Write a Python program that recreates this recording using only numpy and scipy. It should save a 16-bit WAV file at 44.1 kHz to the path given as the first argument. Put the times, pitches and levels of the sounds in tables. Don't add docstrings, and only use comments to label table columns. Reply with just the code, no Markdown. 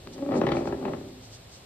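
import sys
import numpy as np
from scipy import signal
from scipy.fft import rfft, irfft, next_fast_len
from scipy.io import wavfile

SR = 44100
rng = np.random.default_rng(int(sys.argv[2]) if len(sys.argv) > 2 else 0)


def output_pcm(signal):
    pcm = np.clip(np.atleast_2d(signal).T, -1, 1) * 32767
    wavfile.write(sys.argv[1], SR, np.round(pcm).astype(np.int16))


N = 72765
FFT_SIZE = next_fast_len(2 * N)
HZ = np.maximum(np.arange(FFT_SIZE // 2 + 1) * SR / FFT_SIZE, 1)
T = np.arange(N) / SR


def from_db(db):
    return 10 ** (np.asarray(db) / 20)


def unit_rms(x):
    return x / np.sqrt(np.mean(x ** 2) + 1e-20)


def across_hz(points):
    hz, value = np.transpose(points)
    return np.interp(np.log(HZ), np.log(hz), value)


def filtered(x, response):
    return irfft(rfft(x, FFT_SIZE) * response, FFT_SIZE)[..., :N]


def delay(seconds):
    return np.exp(-2j * np.pi * HZ * seconds)


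def drift(rate_hz):
    return unit_rms(filtered(rng.standard_normal(FFT_SIZE), 1 / (1 + (HZ / rate_hz) ** 2)))


# f/Hz, left-right correlation
EAR_CORRELATION = [(100, 0.97), (300, 0.95), (600, 0.3), (1200, 0.22), (3000, 0.33), (6500, -0.77),
                   (9000, -0.03), (12000, 0.11)]

def diffuse_noise():
    alike = np.clip(across_hz(EAR_CORRELATION), -1, 1)
    mid, side = rng.standard_normal((2, N))
    mid = filtered(mid, np.sqrt(1 + alike))
    side = filtered(side, np.sqrt(1 - alike))
    return np.array([mid + side, mid - side]) / np.sqrt(2)


def coloured_noise(spectrum):
    return unit_rms(filtered(diffuse_noise(), from_db(across_hz(spectrum))))


# f/Hz, relative density/dB
NOTCHED_FLOOR_SPECTRUM = [(20, -44), (35, -8.5), (55, -3.5), (85, -4), (115, 3), (150, -6.5), (250, -12),
                          (600, -11), (1000, -18), (1600, -22), (2800, -21), (4200, -19), (6000, -25.5),
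                          (8300, -25), (10400, -41.5), (12500, -32)]

def noise_floor(rms_db=-48.5):
    return from_db(rms_db) * coloured_noise(NOTCHED_FLOOR_SPECTRUM)


# centre t/s, half-width/s, level/dB
RUSTLE_SWELLS = [(0.139, 0.014, -48.5), (0.374, 0.028, -48), (0.574, 0.046, -52.5), (0.674, 0.023, -51.5),
                 (1.09, 0.012, -60), (1.25, 0.036, -53.5), (1.344, 0.032, -49), (1.546, 0.037, -51)]
# f/Hz, relative density/dB
RUSTLE_SPECTRUM = [(500, -6), (2000, 2), (4200, 19), (6000, 18.5), (8500, 12.5), (13000, -26)]

def rustles():
    swells = sum(from_db(db) * np.exp(-((T - t) / half_s) ** 2) for t, half_s, db in RUSTLE_SWELLS)
    return swells * coloured_noise(RUSTLE_SPECTRUM)


def reflections(gain_db, decay_s, delay_s):
    wash = rfft(diffuse_noise() * from_db(-60 * T / decay_s), FFT_SIZE)
    whitened = irfft(wash / (np.abs(wash) + 1e-9), FFT_SIZE)[:, :N]
    tail = unit_rms(whitened * from_db(-20 * T / decay_s)) / np.sqrt(N)
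    return from_db(gain_db) * rfft(tail, FFT_SIZE) * delay(delay_s)


def jolt(t, db, bright_hz):
    pulse = np.zeros(N)
    start = int(np.clip(t * SR, 0, N - 1))
    age = T[:min(N - start, SR // 50)]
    w = 2 * np.pi * bright_hz
    pulse[start:start + len(age)] = from_db(db) * w * w * age * np.exp(-w * age) / SR
    return pulse


def rasp(db, t60_s, lead_s=0, low_cut_hz=1153):
    grit = from_db(db - 60 * T / t60_s) * rng.standard_normal(N)
    highpass = (1j * HZ / (low_cut_hz + 1j * HZ)) ** 2
    return 1 + rfft(grit, FFT_SIZE) * highpass * delay(-lead_s)


def load_tick(low_hz=910, top_hz=6100):
    band = 1j * HZ / (low_hz + 1j * HZ) / (1 + (HZ / top_hz) ** 4)
    return filtered(jolt(t=0.073, db=-8.5, bright_hz=2220), rasp(db=-5, t60_s=0.0079) * band)


# t/s, f/Hz, level/dB
GROAN_TRACK = [(0.181, 282, -38.5), (0.195, 279.8, -46.5), (0.217, 278, -37), (0.23, 276.1, -28.5),
               (0.254, 278.2, -37.5), (0.298, 283, -27.5), (0.34, 277.1, -36), (0.368, 247.4, -30.5),
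               (0.392, 241.4, -26.5), (0.41, 232, -48)]
GROAN_PARTIALS_DB = [2, -6.5, -29, -28]

def groan(jitter=0.022, shimmer_db=0.9):
    times, hz, db = np.transpose(GROAN_TRACK)
    pitch_hz = np.interp(T, times, hz) * (1 + jitter * drift(rate_hz=50))
    phase = 2 * np.pi * np.cumsum(pitch_hz) / SR
    note = sum(from_db(partial_db + shimmer_db * drift(rate_hz=36)) * np.sin(k * phase)
               for k, partial_db in enumerate(GROAN_PARTIALS_DB, 1))
    envelope = from_db(np.interp(T, times, db, left=-np.inf, right=-np.inf))
    return np.sqrt(2) * note * envelope


def bending_waves(force, delay_s=0.0058, ref_hz=397.2):
    return filtered(force, np.exp(-4j * np.pi * delay_s * np.sqrt(ref_hz * HZ)))


def ringing(force, modes):
    ring = sum(from_db(db - 60 * T / t60_s) * np.cos(2 * np.pi * hz * T) for hz, db, t60_s in modes)
    return filtered(force, rfft(ring, FFT_SIZE))


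# f/Hz, level/dB, t60/s
SEAT_RESONANCES = [(76.9, -48, 0.35), (137.2, -45, 0.31), (162, -47.5, 0.24)]
# t/s, gain/dB
SEAT_DRIVE = [(0.25, 2), (0.37, -16), (0.44, 0), (0.53, 7), (0.7, 8.5), (0.9, 2), (1.1, -6)]

def seat_boom(force):
    drive_db = np.interp(T, *np.transpose(SEAT_DRIVE))
    return ringing(force * from_db(drive_db), SEAT_RESONANCES)


# f/Hz, level/dB, t60/s
FRAME_MODES = [(222.7, -43.5, 0.35), (254.2, -34, 0.57), (274.5, -39.5, 0.64), (314, -50, 0.34),
               (342.8, -37, 0.6), (384.1, -37.5, 0.6), (402.5, -24, 0.044), (466.4, -41, 0.37),
               (556.4, -46, 0.49), (595.2, -34.5, 0.23), (674, -56, 0.19), (819, -35, 0.069),
               (928, -41, 0.1), (1064, -46.5, 0.2), (1311, -49, 0.05), (1767, -35.5, 0.058),
               (2310, -44.5, 0.02)]

def frame_ring(force):
    return ringing(force, FRAME_MODES)


# f/Hz, gain/dB
FRAME_RESPONSE = [(20, -49), (65, 7), (110, 2.5), (190, 8.5), (260, 15.5), (330, 12.5), (400, 16.5),
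                  (490, 10.5), (600, 13.5), (730, 7.5), (900, 6), (1230, -1.5), (1380, 4), (1520, -6),
                  (1750, 2.5), (2500, -1), (3300, -1.5), (4600, -4.5), (6000, -9), (12000, -34)]

def frame_knocks(force):
    return filtered(force, from_db(across_hz(FRAME_RESPONSE)))


# t/s, relative level/dB, contact brightness f/Hz
CHATTER_TRACK = [(0.03, -28, 494), (0.07, -9.5, 385), (0.11, -13, 320), (0.14, -13.5, 494),
                 (0.2, -11.5, 700), (0.27, -15, 790), (0.34, 6.5, 1140), (0.39, -1, 650), (0.5, 1, 1210),
                 (0.619, -6, 814), (0.72, -3.5, 754), (0.77, -11, 700), (0.83, -2, 754), (0.91, -2.5, 740),
                 (0.96, -12, 487), (1.029, -8.5, 365), (1.12, -19.5, 408), (1.239, -31.5, 453)]

def chatter(slip_times, rate_per_s=170, gain_db=-7.5, spread_db=3, grip_s=0.0098, grip_db=-2.5):
    times, db, hz = np.transpose(CHATTER_TRACK)
    onsets = np.cumsum(rng.uniform(0.2, 1.8, size=500)) / rate_per_s
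    sizes_db = gain_db + spread_db * rng.standard_normal(len(onsets))
    force = sum(jolt(t, size_db + np.interp(t, times, db), np.interp(t, times, hz))
                for t, size_db in zip(onsets, sizes_db) if t < times[-1])
    grip = sum(np.exp(-(2 * (T - t) / grip_s + 1) ** 2) for t in slip_times)
    return force * from_db(grip_db * grip)


# t/s, relative level/dB, contact brightness f/Hz
FOOT_SLIPS = [(0.186, -11, 900), (0.221, -8, 700), (0.260, -9, 850), (0.287, -4, 900), (0.317, -2, 1150),
              (0.340, -2.5, 1000), (0.364, -1.5, 650), (0.387, -1.5, 480), (0.4128, 4, 1680),
              (0.4347, 5.5, 700), (0.466, 1.5, 2300), (0.4875, -1.5, 2000), (0.517, 2.5, 2500),
              (0.5667, -1, 1700), (0.653, -6.5, 1200), (0.6716, -3, 1800), (0.723, -4.5, 1400),
              (0.824, -12, 1300), (0.8505, -3.5, 1800), (0.8792, -7, 1400), (0.933, -4, 1260),
              (1.009, -18, 1100)]

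def slips(gain_db=-1.5):
    return sum(filtered(jolt(t, db + gain_db, hz), rasp(db=-17, t60_s=0.026, lead_s=0.0013))
               for t, db, hz in FOOT_SLIPS)


# f/Hz, left over right/dB
CHAIR_BALANCE = [(200, -0.5), (360, -1.5), (650, 6), (1100, 9.5), (2100, 3.5), (4000, 1.5)]

def scene(chatter_early_db=3, groan_wet_db=-14, right_lag_s=76e-6):
    slip_force = bending_waves(slips())
    chatter_force = bending_waves(chatter([t for t, _, _ in FOOT_SLIPS]))
    force = slip_force + chatter_force
    early = reflections(gain_db=1, decay_s=0.042, delay_s=0.00198)
    late = reflections(gain_db=-1.5, decay_s=0.44, delay_s=0.012)
    chair = load_tick() + frame_ring(force) + seat_boom(force)
    chair = chair + filtered(frame_knocks(slip_force), 1 + early + late)
    chair += filtered(frame_knocks(chatter_force), 1 + from_db(chatter_early_db) * early + late)
    chair += filtered(groan(), 1 + from_db(groan_wet_db) * (early + late))
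    left_db = across_hz(CHAIR_BALANCE) / 2
    ears = np.array([from_db(left_db), from_db(-left_db) * delay(right_lag_s)])
    return filtered(chair, ears) + noise_floor() + rustles()


def record(dry):
    return signal.sosfilt(signal.ellip(10, 0.2, 80, 13600, fs=SR, output="sos"), dry)


dry = scene()
out = record(dry)
output_pcm(out)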